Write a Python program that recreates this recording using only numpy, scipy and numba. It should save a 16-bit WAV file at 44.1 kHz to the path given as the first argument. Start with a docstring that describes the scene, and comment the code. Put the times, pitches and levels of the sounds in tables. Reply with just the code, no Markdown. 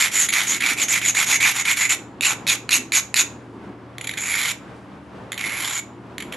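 """Abrading a stone flake

An abrader stone rubs the edge of a hand-held flake: quick back-and-forth strokes, five brisk one-way
swipes, then two slow drags. Grit catches on the edge and excites the flake's damped modes; the abrader
ticks as it lands and crunches as it snags. A sleeve rustles; a small room answers over a ventilation hum."""
import sys
import numpy as np
from scipy import signal
from scipy.fft import rfft, irfft
from scipy.io import wavfile
from scipy.ndimage import uniform_filter1d
from numba import njit

SR = 44100
rng = np.random.default_rng(int(sys.argv[2]) if len(sys.argv) > 2 else 0)


def wrap_up_sound(samples):
    """Save the sound to the file named by the first command line argument, as 16-bit audio."""
    columns = np.atleast_2d(samples).T
    # keep every value between -1 and 1, then stretch to whole-number steps
    tamed = np.clip(columns, -1, 1)
    steps = np.round(tamed * 32767).astype(np.int16)
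    wavfile.write(sys.argv[1], SR, steps)


N = 280476
T = np.arange(N) / SR


def undb(db):
    """Amplitude ratio of a level in decibels."""
    return 10 ** (np.asarray(db) / 20)


def unit(x):
    """Normalisation to rms 1."""
    return x / np.sqrt(np.mean(x ** 2))


def colour(x, points):
    """Minimum-phase filtering through (frequency_hz, gain_db) points."""
    hz, db = np.transpose(points)
    size = 8192
    bins_hz = np.maximum(np.fft.rfftfreq(size, 1 / SR), 1)
    cepstrum = irfft(np.log(undb(np.interp(np.log(bins_hz), np.log(hz), db))))
    cepstrum[1:size // 2] *= 2
    cepstrum[size // 2 + 1:] = 0
    return signal.fftconvolve(x, irfft(np.exp(rfft(cepstrum))))[:len(x)]


def wander(rate_hz):
    """Random modulation of rms 1, interpolated between rate_hz values a second."""
    return unit(np.interp(T * rate_hz, np.arange(N), rng.standard_normal(N)))


def pan(x, db):
    """Stereo placement by level difference, left minus right."""
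    return x * undb(np.array([[db], [-db]]) / 2)


def bell(x, centre, half_width):
    """Gaussian curve of height 1, falling to 1/e at half_width."""
    return np.exp(-((x - centre) / half_width) ** 2)


@njit
def resonate(x, hz, width_hz):
    """Damped resonance: a state-variable band-pass with gain 1 at its moving centre."""
    y, band_state, low_state = np.empty(len(x)), 0., 0.
    for i in range(len(x)):
        g, damping = np.tan(np.pi * hz[i] / SR), width_hz / hz[i]
        band = (band_state + g * (x[i] - low_state)) / (1 + g * (g + damping))
        band_state = 2 * band - band_state
        low_state += 2 * g * band
        y[i] = damping * band
    return y


def flake(force, mode_hz, where=slice(None)):
    """Modal response: the low, middle, high and top modes, damped by the fingers, each at rms 1."""
    widths_hz = 340., 770., 310., 420.
    # a second, wide pass steepens the skirts and keeps the valleys dark
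    return [unit(resonate(resonate(force, hz[where], width), hz[where], 6.2 * width))
            for hz, width in zip(mode_hz, widths_hz)]


def grit(grains_per_s=9000, size_db=3.0):
    """Shot noise: grains break as dense random impulses, a few much larger than the rest."""
    hits = rng.random(N) < grains_per_s / SR
    signs = rng.choice([-1, 1], N)
    sizes = undb(size_db * np.minimum(rng.exponential(size=N), 3.5))
    return unit(hits * signs * sizes)


def skipping(rate_hz=90, unevenness=.25, decay_cycles=0.2):
    """Intermittent contact: the abrader hops in uneven bursts that each die within their cycle."""
    cycles = np.cumsum(rate_hz * (1 + unevenness * wander(60))) / SR
    return unit(np.exp(-(cycles % 1) / decay_cycles))


def lock(ring, share):
    """Amplitude limiting: friction feeds a weak ring and damps a strong one, so it sings more evenly."""
    power = uniform_filter1d(ring ** 2, SR // 400)
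    return unit(ring * (np.abs(power) + .05) ** (-share / 2))


# Strokes along the edge. A spot is where (0-1) in the stroke a mode sings best; lean is the rise in level
# from start to end. Levels are relative.
# start_s, length_s, level_db, lean_db, low_db, low_spot, high_db, high_spot, rasp_db
RUBS = [(-.04, 0.13, -19.5, -6.5, 3, 0.67, 0.5, 0.45, -10.5), (.113, 0.16, -21, -1.5, -3, 0.36, 7, .6, -26),
        (.32, 0.15, -24, -7, 5.5, 0.29, 3.5, 0.06, -5), (.459, .13, -26, -10, 3.5, 0.8, 7, 0.35, -12.5),
        (.596, 0.15, -26.5, 11.5, 11.5, 0.16, -0.5, 0.57, -4),
        (.766, 0.1, -26, 2, 3.5, 0.24, 7.5, 0.65, -8.5), (.877, 0.12, -23, -0.5, 6, 0.7, 8.5, 0.18, -12.5),
        (1.012, 0.1, -24, 11.5, 7, 0.14, 9.5, 0.83, -14.5), (1.142, 0.11, -23, 5, 6, 0.34, 7.5, 0.19, -6),
        (1.257, 0.12, -22.5, -1, 5, 0.78, 10, 0.95, -8.5),
        (1.399, 0.13, -21.5, 3, 8.5, 0.31, 5, 0.11, -6.5), (1.53, 0.097, -26, 5, 6, 0.95, 8, 1, -5),
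        (1.643, 0.1, -24.5, 1, 7.5, 0.55, 6, 0.92, -6.5), (1.762, 0.12, -24, -11, 7.5, 0.71, 7, 0.65, -10),
        (1.888, 0.063, -19.5, 0.5, 2, 0.31, 5.5, 0.4, -7.5)]
SWIPES = [(2.22, 0.12, -24.5, -6, 6.9, .38, 5.9, 0.5, -5.5),
          (2.468, 0.089, -22, -5, 2.2, .43, 3.1, 0.53, -11),
          (2.706, 0.079, -20, -5.5, 4.4, .3, 6.3, 0.64, -14.5),
          (2.926, 0.077, -20.5, -3, 4.5, .15, 7.5, 0.54, -14),
          (3.156, 0.071, -19, 0.5, 2.2, .4, 5.7, 0.61, -14.5)]
DRAGS = [(4.172, 0.35, -31, 10.7, 9, 0.41, 8.8, 0.1, -5.5),
         (5.378, 0.42, -34, 6.4, 10.4, 0.22, 6.9, 1, -1.5)]
# Grip and motion of each kind. end_speed: share of full speed; arch: 1 is a sine, less is flatter;
# judder: share of skipping at the start.
RUBBING = dict(low_hz=2236, middle_hz=3290, high_hz=6900, middle_db=-3.5, top_db=-6.5, middle_spot=0.56,
               top_spot=0.95, end_speed=0.0392, arch=0.71, rasp_growth_db=2.5, judder=0.069)
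SWIPING = dict(low_hz=2466, middle_hz=3670, high_hz=6880, middle_db=2.5, top_db=-5.5, middle_spot=0.098,
               top_spot=0.33, end_speed=0.3, arch=0.5, rasp_growth_db=17, judder=0.1)
DRAGGING = dict(low_hz=2233, middle_hz=3220, high_hz=6980, middle_db=3, top_db=0.5, middle_spot=0.82,
                top_spot=0.46, end_speed=0.31, arch=0.25, rasp_growth_db=-4.5, judder=0.52)


def strokes():
    """Reciprocating rubs, then one-way swipes and drags, each as (row, manner, towards the tip)."""
    rubs = [(row, RUBBING, k % 2 == 0) for k, row in enumerate(RUBS)]
    return rubs + [(row, SWIPING, True) for row in SWIPES] + [(row, DRAGGING, True) for row in DRAGS]


# Frequency shift from fingers to tip, then jostling by the rough edge, as shares of each mode's frequency:
# low_share, middle_share, high_share, top_share
SLIDE_SHARES = [.02, -0.087, .018, 0.025]
JOSTLE_SHARES = [.04, .04, 0.022, 0.008]


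def tuning(top_hz=11080, jostle_rate_hz=60, brisk_db=-25):
    """Boundary conditions: the grip tunes the modes; the moving contact shifts and jostles them."""
    points = []
    for (start_s, length_s, level_db, *_), manner, outward in strokes():
        held_hz = np.array([manner["low_hz"], manner["middle_hz"], manner["high_hz"], top_hz])
        for along in (.1, .9):
            place = along if outward else 1 - along
            shifted_hz = held_hz * (1 + np.array(SLIDE_SHARES) * (place - .5))
            points.append((start_s + along * length_s, undb(level_db - brisk_db), *shifted_hz))
    times_s, *columns = np.transpose(points)
    effort, *mode_hz = [np.interp(T, times_s, column) for column in columns]
    jostle = np.clip(effort, .45, 1.2)
    return [hz * (1 + share * jostle * wander(jostle_rate_hz))
            for hz, share in zip(mode_hz, JOSTLE_SHARES)]


# Gain per doubling of sliding speed: low_db, middle_db, high_db, top_db, crush_db, rasp_db
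SPEED_DOUBLING_DB = [4.0, 7.4, 6, 12, 4.1, 10.2]


def stroke_envelopes(row, manner, off_spot_db=9.5, spot_width=0.37):
    """Friction noise grows with speed and pressure: speed arches over a stroke, pressure leans one way."""
    start_s, length_s, level_db, lean_db, low_db, low_spot, high_db, high_spot, rasp_db = row
    progress = (T - start_s) / length_s
    where = np.flatnonzero((progress > 0) & (progress < 1))
    along = progress[where]
    speed = manner["end_speed"] + (1 - manner["end_speed"]) * np.sin(np.pi * along) ** manner["arch"]
    pressure_db = level_db + lean_db * (along - .5)
    modes = [(low_db, low_spot), (manner["middle_db"], manner["middle_spot"]),
             (high_db, high_spot), (manner["top_db"], manner["top_spot"])]
    layers_db = [db - off_spot_db * (1 - bell(along, spot, spot_width)) for db, spot in modes]
    layers_db += [0, rasp_db + manner["rasp_growth_db"] * (along - .5)]  # crush, rasp
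    gains = [undb(pressure_db + db + doubling_db * np.log2(speed))
             for db, doubling_db in zip(layers_db, SPEED_DOUBLING_DB)]
    judder = manner["judder"] * (1 - along) ** 2
    return where, np.array(gains), judder


# Spectra of crushing grit and of the coarse rasp under heavy pressure: frequency_hz, gain_db
CRUSH_SPECTRUM = [(300, -17.5), (900, -7.5), (1600, 2.5), (2900, 4.5), (4100, 1), (4800, -3), (5800, 4),
                  (7800, -0.5), (9500, -3.5), (11700, 2.5)]
RASP_SPECTRUM = [(200, -26), (500, -24), (800, -4), (1200, -1.5), (1500, 0), (2000, -9), (4000, -26.5)]


def scraping(mode_hz, chatter_db=2.5, chatter_hz=420, bite_s=0.0012, crush_db=2.5, waver_db=2.0):
    """Stick-slip friction bunches the grains dragged over the edge, and their impacts ring the flake."""
    gains, judder = np.zeros((6, N)), np.zeros(N)
    for row, manner, _ in strokes():
        where, gain, hop = stroke_envelopes(row, manner)
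        gains[:, where] = np.maximum(gains[:, where], gain)
        judder[where] = hop
    pole = np.exp(-1 / (bite_s * SR))  # the abrader takes a moment to bite and to lift off
    gains = signal.lfilter([1 - pole], [1, -pole], gains)
    chatter = undb(chatter_db * unit(np.tanh(wander(chatter_hz))))
    chatter *= 1 - judder + judder * skipping()
    low, middle, high, top = flake(grit() * chatter, mode_hz)
    crush = unit(colour(grit() * chatter, CRUSH_SPECTRUM))
    rasp = unit(colour(grit() * chatter, RASP_SPECTRUM))
    # sound, level_db, pan_db; the weaker modes come and go as the contact passes their nodes
    layers = [(lock(low, share=0.19), 0, -3.2), (middle, waver_db * wander(20), -2.4),
              (lock(high, share=0.25), 0, -1.1), (top, waver_db * wander(33), -2.5),
              (crush, crush_db, -1.2), (rasp, 0, -1.1)]
    return sum(pan(sound * gain * undb(db), pan_db) for (sound, db, pan_db), gain in zip(layers, gains))


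def reflections(x, t60_s, level_db, delay_s):
    """Diffuse reverberation builds after a delay and decays exponentially, widest in the treble."""
    t = np.arange(SR // 2) / SR
    fade = undb(-60 * t / t60_s) * np.clip(t / delay_s - 1, 0, 1)
    mid, side = rng.standard_normal((2, len(t))) * fade / np.sqrt(np.sum(fade ** 2))
    side = colour(side, [(500, -26.5), (2000, -4.0), (7000, -4.5)])
    return undb(level_db) * signal.fftconvolve(x, np.array([mid + side, mid - side]), axes=1)[:, :N]


def room(x):
    """Early reflections from lap, hands and floor, then the walls, which absorb the highest treble."""
    dulled = np.array([colour(channel, [(1000, 3.0), (7500, 0.5), (11000, -7.0)]) for channel in x])
    early = reflections(x, t60_s=0.16, level_db=-12.0, delay_s=0.0022)
    return early + reflections(dulled, t60_s=0.3, level_db=-15.5, delay_s=0.0047)


# Spectrum of the ventilation noise: frequency_hz, gain_db
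AIR_SPECTRUM = [(25, -42), (60, -18), (105, -9.5), (165, -7.5), (270, -5.5), (400, -9.5), (550, -12),
                (1100, -14.5), (2000, -23.5), (3000, -29.5), (4200, -36.5), (12000, -52.5)]
# Tones of its hum: pitch_hz, level_db
HUM_TONES = [(59.6, -65.5), (79.5, -60), (117.5, -50), (139, -58), (193.5, -53.5), (290.7, -53.5)]


def ventilation(air_db=-43, side_db=-14, air_waver_db=2.13, drift_rad=0.6, hum_waver_db=2.4):
    """Broadband noise plus a line spectrum: soft dark air and a few wavering hum tones."""
    mid, side = (unit(colour(rng.standard_normal(N), AIR_SPECTRUM)) for _ in range(2))
    side = colour(side, [(30, -9.0), (120, 4.5), (300, -5.5), (700, 6)])
    air = mid + undb(side_db) * np.array([side, -side])
    air *= undb(air_db + air_waver_db * wander(8.5))
    hum = np.zeros(N)
    for pitch_hz, level_db in HUM_TONES:
        amplitude = np.sqrt(2) * undb(level_db + hum_waver_db * wander(6.3))
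        hum += amplitude * np.sin(2 * np.pi * pitch_hz * T + drift_rad * wander(9.2))
    return pan(air, .5) + pan(hum, 1.1)


# The abrader snags on the edge with a short crunch: start_s, peak_db, treble_db, length_s
SNAGS = [(0.286, -9.5, -7, 0.0032), (.302, -10, -5.5, .0015), (0.326, -7, -22, 0.002),
         (0.336, -3, -13, 0.001), (.604, -11, -13, 0.0036), (0.622, -8.5, -26, 0.00069),
         (0.662, -5.5, -17, .0012), (0.883, -18, -10.5, 0.0015), (1.015, -13, -22, .002),
         (1.15, -9, -24, 0.0015), (1.403, -11.5, -18, 0.0041), (1.652, -9, -23, .002),
         (1.713, -5, -19, 0.0015), (1.77, -11, -11, 0.0023), (4.011, -17, -10.5, 0.0013),
         (4.041, -18, -12, 0.0028), (4.071, -14, -9, 0.0021), (4.092, -11, -28, 0.0016),
         (4.111, -16.5, -12, .0016), (4.137, -17, -22, 0.0013), (4.172, -12.5, -25, 0.006),
         (5.328, -18.5, -19, 0.0017), (5.342, -19, -13.5, 0.00064), (5.377, -14, -28, 0.0014),
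         (5.411, -14, -15, 0.00061), (5.4635, -17.5, -22, 0.0013), (6.202, -19, -18, 0.0028),
         (6.223, -20.5, -15, .0017), (6.323, -16, -26, 0.0019), (6.333, -22.5, -18, 0.0056)]
# It lands on the edge with a click: start_s, peak_db, treble_db
LANDINGS = [(2.209, -0.5, -12.5), (2.468, -3, -26), (2.692, 1.5, -21), (2.921, 1.5, -17),
            (3.1423, 4.5, -11), (3.983, -10, -20), (5.3198, -6, -11), (6.1819, -6.5, -19)]


def snags_and_landings(mode_hz, blow=16.0, treble_lift_db=8, skid_db=-17, skid_s=0.058):
    """Impact excitation: a soft snag's swelling crunch or a hard landing's blow rings the flake."""
    t = np.arange(SR // 10) / SR
    out = np.zeros(N)
    landing_s, landing_hardness, snag_hardness = 0.00081, 0.76, 0.19
    contacts = [(*row, landing_s, landing_hardness) for row in LANDINGS]
    contacts += [(*row, snag_hardness) for row in SNAGS]
    for start_s, peak_db, treble_db, length_s, hardness in contacts:
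        start = int(start_s * SR)
        where = slice(start, min(start + len(t), N))
        crunch = t / length_s * np.exp(1 - t / length_s)
        skid = undb(skid_db) * (1 - hardness / 2) * np.exp(-t / skid_s)
        force = (rng.standard_normal(len(t)) * (crunch + skid))[:N - start]
        force[0] += blow * hardness
        low, middle, high, top = flake(force, mode_hz, where)
        treble = undb(treble_db + treble_lift_db) * (high + undb(-4) * top)
        crush = undb(1) * unit(colour(force, CRUSH_SPECTRUM))
        tick = low + undb(-4) * middle + treble + crush
        out[where] += undb(peak_db) * tick / np.abs(tick).max()
    return pan(out, -1.7)


def swells(rows):
    """Amplitude envelope of gentle movements: a sum of Gaussian swells."""
    return sum(undb(db) * bell(T, centre_s, half_length_s) for centre_s, db, half_length_s in rows)


# The arm shifts over clothing; fingers brush stone and cloth: centre_s, level_db, half_length_s
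RUSTLES = [(.63, -40.5, 0.23), (2.05, -44.5, 0.25), (2.73, -42, 0.36), (3.6, -41, 0.35), (6.3, -44, 0.78)]
BRUSHES = [(3.501, -68, 0.15), (4.79, -63, 0.068), (5.071, -73, 0.089), (6.053, -76, .1)]
# Their spectra: frequency_hz, gain_db
CLOTH_SPECTRUM = [(120, -22.5), (230, 0.5), (350, 0.5), (450, -7.5), (560, -17.5), (1000, -13.5),
                  (2500, -40), (8000, -55.5)]
BRUSH_SPECTRUM = [(500, -2), (1300, -8), (2800, 6), (4200, 5), (10000, 1), (12000, -8)]


def sleeve_and_fingers(flutter_db=2.0):
    """Light sliding friction: a dull, uneven rustle of cloth and brighter brushes of the fingers."""
    cloth = unit(colour(rng.standard_normal(N), CLOTH_SPECTRUM)) * swells(RUSTLES)
    brush = unit(colour(grit(), BRUSH_SPECTRUM)) * swells(BRUSHES)
    return pan((cloth + brush) * undb(flutter_db * wander(25)), .2)


def scene(scrape_db=-1.34):
    """Superposition of the nearby stones, their reflections, the rustling and the ventilation."""
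    mode_hz = tuning()
    stones = undb(scrape_db) * scraping(mode_hz) + snags_and_landings(mode_hz)
    return stones + room(stones) + sleeve_and_fingers() + ventilation()


def record(dry, cutoff_hz=11880):
    """Soft saturation rounds the tallest peaks; a steep low-pass cuts the highest treble."""
    lowpass = signal.ellip(12, .2, 80, cutoff_hz, fs=SR, output="sos")
    return signal.sosfilt(lowpass, np.tanh(dry))


dry = scene()
out = record(dry)
wrap_up_sound(out)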